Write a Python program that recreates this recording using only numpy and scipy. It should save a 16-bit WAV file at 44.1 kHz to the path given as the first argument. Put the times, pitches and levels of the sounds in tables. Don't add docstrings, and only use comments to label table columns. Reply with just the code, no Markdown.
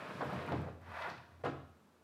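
import sys
import numpy as np
from scipy import signal
from scipy.fft import rfft, irfft
from scipy.io import wavfile
from scipy.ndimage import uniform_filter1d

SR = 44100
rng = np.random.default_rng(int(sys.argv[2]) if len(sys.argv) > 2 else 0)


def unload_wav(signal):
    wavfile.write(
        sys.argv[1],
        SR,
        np.round(np.clip(np.atleast_2d(signal).T, -1, 1) * 32767).astype(np.int16),
    )


def boost_factor(decibels):
    exponent = np.asarray(decibels, float) / 20
    return 10 ** exponent


N = 89522


def rms_one(x):
    return x / np.sqrt(np.mean(x ** 2) + 1e-20)


def at_hz(points, hz):
    table_hz, values = np.transpose(points)
    return np.interp(np.log(hz), np.log(table_hz), values)


def drift(rate_hz):
    pole = np.exp(-80 * np.pi * rate_hz / SR)
    noise = rng.standard_normal(N // 40 + 2002)
    slow = signal.lfilter([1], [1, -2 * pole, pole * pole], noise)[2000:]
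    return np.interp(np.arange(N) / 40, np.arange(len(slow)), rms_one(slow))


def colour(x, spectrum):
    hz = np.maximum(np.arange(N // 2 + 1) * SR / N, 1)
    return rms_one(irfft(rfft(x) * boost_factor(at_hz(spectrum, hz)), N))


def ring(x, hz, t60_s):
    r, w = boost_factor(-60 / (t60_s * SR)), 2 * np.pi * hz / SR
    return signal.lfilter([0, np.sin(w)], [1, -2 * r * np.cos(w), r * r], x + 1e-18)


def band(x, low_hz, high_hz, order=2):
    edges_hz = [low_hz, min(high_hz, .45 * SR)]
    return signal.sosfilt(signal.butter(order, edges_hz, "band", fs=SR, output="sos"), x)


def add_at(out, start_s, event):
    i = int(start_s * SR)
    out[i:i + len(event)] += event


def shop_hum():
    # (frequency [Hz], level [dB])
    hum_colour = [(18, -44), (30, -34), (243, 1.5), (269, -7), (560, -10), (655, -12.5), (1330, -14.5),
                  (1910, -23), (15500, -38)]
    return boost_factor(-67) * colour(rng.standard_normal(N), hum_colour)


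def shop_ring(x):
    # (frequency [Hz], t60 [s])
    shop_t60 = [(80, 0.67), (200, 0.52), (500, 0.49), (1200, 0.55), (4000, 0.62), (12000, 0.28)]
    wet_db, build_s = -7.5, 0.011
    t = np.arange(SR) / SR
    edges_hz = 50 * 2 ** np.arange(0, 8.6, .5)
    noise = rng.standard_normal((2, SR))
    tail = np.zeros(SR)
    for k, (low_hz, high_hz) in enumerate(zip(edges_hz, edges_hz[1:])):
        t60_s = at_hz(shop_t60, np.sqrt(low_hz * high_hz))
        tail += band(noise[k % 2], low_hz, high_hz) * boost_factor(-60 * t / t60_s)
    tail = tail * np.clip(t / build_s, 0, 1)
    return boost_factor(wet_db) * signal.fftconvolve(x, tail / np.sqrt(np.sum(tail ** 2)))[:N]


def table_boom():
    # (time [s], level [dB])
    pushes = [(0.0, -94), (0.049, -84), (0.22, -116), (0.28, -66), (0.32, -78), (0.37, -49), (0.49, -75),
              (0.57, -48), (0.84, -58.5), (0.9, -55), (1.11, -69.5), (1.44, -61), (1.47, -55.5),
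              (1.75, -64.5), (1.78, -79.5), (2.03, -77.5)]
    mode_hz, wander_hz = 85.1, 4.04
    s, db = np.transpose(pushes)
    phase = 2 * np.pi * np.cumsum(mode_hz + wander_hz * drift(14.0)) / SR
    level_db = np.interp(np.arange(N) / SR, s, db) + 2 + 1.5 * drift(9)
    return boost_factor(level_db) * np.sin(phase)


def ball_ticks():
    # (time [s], peak level [dB])
    snap_events = [(0.0882, -63), (0.2334, -62), (0.248, -49), (0.263, -52), (0.3044, -56), (0.3307, -53),
                   (0.3315, -56), (0.4004, -59), (0.4297, -51), (0.4633, -56), (0.466, -52), (0.490, -48),
                   (0.519, -56), (0.6164, -60), (0.816, -64.5), (0.891, -35), (0.923, -59), (0.9894, -68),
                   (1.0194, -43), (1.094, -53), (1.102, -70), (1.451, -54)]
    fall_s, low_hz, high_hz, gain_db = .0012, 6500, 14500, -3
    out, t = np.zeros(N), np.arange(SR // 20) / SR
    noises = rng.standard_normal((len(snap_events), len(t)))
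    for (s, db), noise in zip(snap_events, noises):
        cap_db = -55 if s < .6 else -60
        snap = band(noise * np.exp(-t / fall_s), low_hz, high_hz)
        add_at(out, s, boost_factor(min(db, cap_db) + gain_db) * snap)
    return out


def clinks():
    # (time [s], peak level [dB], frequency [Hz])
    clink_events = [(0.2147, -41.5, 3540), (.425, -46, 3850), (0.477, -34, 2430), (.521, -33, 2330),
                    (.522, -39, 3600), (1.0216, -34.5, 2330), (1.022, -30, 3690), (1.039, -51, 3840),
                    (1.1, -42, 4410), (1.102, -38, 2460), (1.181, -43, 2570), (1.179, -42, 1800),
                    (1.1786, -54, 3150), (1.179, -55, 4020), (1.449, -42.5, 4060), (1.452, -45, 2430),
                    (1.463, -40, 2880), (1.890, -70, 4350)]
    t60_s, rise_s, gain_db, cap_db = .018, .0006, -8, -37
    out, t = np.zeros(N), np.arange(SR // 20) / SR
    noises = rng.standard_normal((len(clink_events), len(t)))
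    for (s, db, hz), noise in zip(clink_events, noises):
        rough = rms_one(band(noise, hz / 1.25, hz * 1.25))
        tone = np.sin(2 * np.pi * hz * t) + .7 * rough
        fall = boost_factor(min(db, cap_db) + gain_db - 60 * t / t60_s)
        add_at(out, s, fall * np.clip(t / rise_s, 0, 1) * tone)
    return out


def chatter():
    starts = [.5195, 1.09, 1.437, 1.445, 1.447]
    # (level [dB], length [s], low edge [Hz], high edge [Hz])
    buzzes = [(-58, 0.0031, 980, 5600), (-63.5, 0.043, 3100, 4900), (-60.5, 0.037, 1230, 3960),
              (-74, 0.0089, 7800, 11600), (-57, 0.026, 1160, 3200)]
    rise_s, longest_fall_s = .002, 0.035
    out, t = np.zeros(N), np.arange(SR // 4) / SR
    noises = rng.standard_normal((len(buzzes), len(t)))
    for s, (db, length_s, low_hz, high_hz), noise in zip(starts, buzzes, noises):
        fall_s = min(longest_fall_s, length_s)
        shape = np.clip(t / rise_s, 0, 1) * np.exp(-np.maximum(t - length_s, 0) / fall_s)
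        add_at(out, s, boost_factor(db) * rms_one(band(noise, low_hz, high_hz)) * shape)
    return out


def bumps():
    # (time [s], level [dB], length [s], centre [Hz])
    bump_events = [(0.2081, -36.5, 0.0024, 840), (.2145, -39, 0.011, 930), (0.23, -41.5, 0.0037, 1010),
                   (0.221, -39, 0.013, 476), (0.254, -47.5, 0.046, 146.4), (0.291, -46, 0.048, 818),
                   (0.483, -46, 0.026, 1043), (0.519, -36, 0.0022, 468), (.522, -41, 0.0073, 708),
                   (.483, -46, 0.0096, 1160), (.497, -53.5, 0.023, 176), (0.516, -38.5, 0.019, 158.6),
                   (.527, -37.5, 0.0086, 492), (.5415, -37, 0.0058, 290), (0.545, -48, 0.027, 130),
                   (.553, -43.5, 0.0043, 476), (.529, -51.5, 0.007, 950), (0.587, -43, 0.032, 150),
                   (0.663, -48, 0.025, 576), (0.629, -53.5, 0.018, 1100), (.672, -57, 0.02, 1103),
                   (1.073, -46, 0.014, 836), (1.076, -50, 0.011, 378), (1.174, -59.5, 0.023, 122.4),
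                   (1.4372, -46.5, 0.00076, 1700), (1.4375, -42.5, 0.012, 482), (1.443, -46, 0.029, 1170),
                   (1.4394, -38.5, 0.0045, 427), (1.454, -38, 0.0033, 580), (1.458, -36, 0.0021, 497),
                   (1.465, -40, 0.014, 500), (1.457, -40, 0.0066, 1110), (1.451, -48, 0.0069, 1460),
                   (1.464, -47, 0.026, 900), (1.47, -48, 0.041, 267), (1.513, -55, 0.005, 574),
                   (1.445, -47, 0.033, 150.7), (1.487, -42, 0.0043, 150), (1.496, -42.5, 0.0027, 332)]
    # (frequency [Hz], level [dB], t60 [s])
    table_modes = [(119, 1.5, 0.15), (149.5, 19.5, 0.071), (247, -17, 0.24), (301.6, -15, 0.45),
                   (328.6, 11, 0.75), (444, -2, 0.35), (490, 8, 0.11), (728, 4.5, 0.13), (840, -24, 0.15),
                   (970, -10, 0.18), (1220, 4, 0.08), (1550, 0, 0.21), (2000, -19, .05), (2330, -18, .1)]
    half_width_oct, rise_s, fall_s, touch_gain = .5, .0015, .006, 1.8
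    crack_db, ring_db, tone_below_hz = -32, -8, 260
    push, crack, t = np.zeros(N), np.zeros(N), np.arange(SR // 8) / SR
    draws = rng.standard_normal((len(bump_events), len(t)))
    for (s, db, length_s, hz), contacts in zip(bump_events, draws):
        shape = np.clip(t / rise_s, 0, 1) * np.exp(-np.maximum(t - length_s, 0) / fall_s)
        dull = rms_one(band(contacts, hz / 2 ** half_width_oct, hz * 2 ** half_width_oct))
        dull = dull + np.clip(tone_below_hz / hz, 0, 3) * np.sin(2 * np.pi * hz * t)
        dull = dull / np.sqrt(uniform_filter1d(dull ** 2, size=int(3 * SR / hz)) + 1e-9)
        touch = np.sin(np.pi * np.clip(2 * hz * t, 0, 1)) ** 2
        add_at(push, s, boost_factor(db) * (dull * shape + touch_gain * touch))
        add_at(crack, s, boost_factor(db) * np.clip(hz / 800, 0, 1) * contacts * shape)
    modes = sum(boost_factor(db) * ring(push, hz, t60_s) for hz, db, t60_s in table_modes)
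    modes = modes * np.sqrt(np.sum(push ** 2) / np.sum(modes ** 2))
    return band(push, 72, 2200) + boost_factor(ring_db) * modes + boost_factor(crack_db) * band(crack, 1000, 5000)


def grains():
    per_s, spread_db = 6000, 2
    sizes = boost_factor(spread_db * np.minimum(rng.exponential(1, N), 4)) * rng.choice([-1, 1], N)
    hits = rng.random(N) < per_s / SR
    return rms_one(sizes * hits + 0.29 * rng.standard_normal(N))


def slide(rows, spectrum, peaks, load_db, patchy_db, hiss_follows, low_hz):
    # (frequency [Hz], level [dB])
    table_colour = [(59, -35), (100, -7.5), (150, -2), (301, -9), (345, -10), (431, -9), (600, -12.5),
                    (780, -17.5), (1320, -120)]
    peak_share, hiss_from_hz = .4, 4700
    s, level_db, table_db = np.transpose(rows)
    t = np.arange(N) / SR
    db = np.interp(t, s, level_db, left=-120, right=-120)
    load = np.interp(t, s, table_db)

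    source = grains() * boost_factor(patchy_db * drift(8.2))
    tones = np.zeros(N)
    for hz, width_hz, peak_db in peaks:
        t60_s = 2.02 / np.clip(width_hz, 35, 400)
        tones += rms_one(ring(source * boost_factor(1.1 * drift(14)), hz, t60_s)) * boost_factor(peak_db)
    body = np.sqrt(1 - peak_share) * colour(source, spectrum) + np.sqrt(peak_share) * rms_one(tones)

    fine = colour(rng.standard_normal(N) * boost_factor(.7 * drift(14)), spectrum)
    fine = fine * boost_factor(np.where(db > -100, (hiss_follows - 1) * (db + 46), 0))
    friction = band(body, low_hz, hiss_from_hz, order=3) + band(fine, hiss_from_hz, 27000, order=3)

    shake = colour(rng.standard_normal(N), table_colour)
    shake = shake * boost_factor(db + load + load_db + 1.0 * drift(9.9))
    return boost_factor(db) * friction + shake


def board_scrape():
    # (time [s], level [dB], load on the table [dB])
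    strokes = [(0.8, -71.5, -24), (0.836, -61.5, 4), (0.872, -54.5, 11.5), (0.96, -44, -13),
               (1.035, -42, -7.5), (1.11, -46, 8), (1.132, -54.5, 12), (1.25, -64.5, 0), (1.384, -70, 17),
               (1.42, -62.5, 12)]
    # (frequency [Hz], level [dB])
    spectrum = [(300, -45), (550, -11), (950, -3.5), (1500, 5), (2300, -5.5), (4500, -20), (7000, -36),
                (12000, -39), (15500, -47)]
    # (frequency [Hz], width [Hz], level [dB])
    peaks = [(719, 52, 12), (990, 74, 16), (1180, 98, 14.5), (1440, 19, 7), (2050, 59, 1), (2620, 59, 0.5)]
    return slide(strokes, spectrum, peaks, load_db=-14.5, patchy_db=-1.5, hiss_follows=0.74, low_hz=485)


def rail_drag():
    # (time [s], level [dB], load on the table [dB])
    strokes = [(0, -48, -11.5), (.09, -47, -2), (.2, -46.5, -2.5), (.26, -46, -6.5), (.34, -45, 1.5),
               (.46, -48.5, 3), (.56, -49, 4.5), (.7, -62, 10), (.84, -92.5, 26)]
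    # (frequency [Hz], level [dB])
    spectrum = [(260, -28), (450, -13), (700, -12.5), (1300, 4), (2400, -5.5), (4200, -17), (6500, -31.5),
                (11000, -37), (15500, -45)]
    # (frequency [Hz], width [Hz], level [dB])
    peaks = [(616, 31, 10.5), (675, 65, 13.5), (950, 87, 13.5), (1105, 120, 13.5), (1280, 120, 8),
             (1970, 48, -13), (2614, 55, -2.5), (3000, 49, -22)]
    return slide(strokes, spectrum, peaks, load_db=-1, patchy_db=-1.27, hiss_follows=0.83, low_hz=150)


def scene():
    sliding = rail_drag() + board_scrape()
    struck = bumps() + chatter()
    small = ball_ticks() + clinks()
    wet = shop_ring(struck + 0.72 * (sliding + small))
    return (sliding + table_boom() + struck + small + wet + shop_hum())[None]


def top_cut(x):
    return signal.sosfilt(signal.butter(12, 15630, fs=SR, output="sos"), x)


def record(dry):
    low_cut = signal.butter(4, 62, "high", fs=SR, output="sos")
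    return top_cut(signal.sosfilt(low_cut, dry))


dry = scene()
out = record(dry)
unload_wav(out)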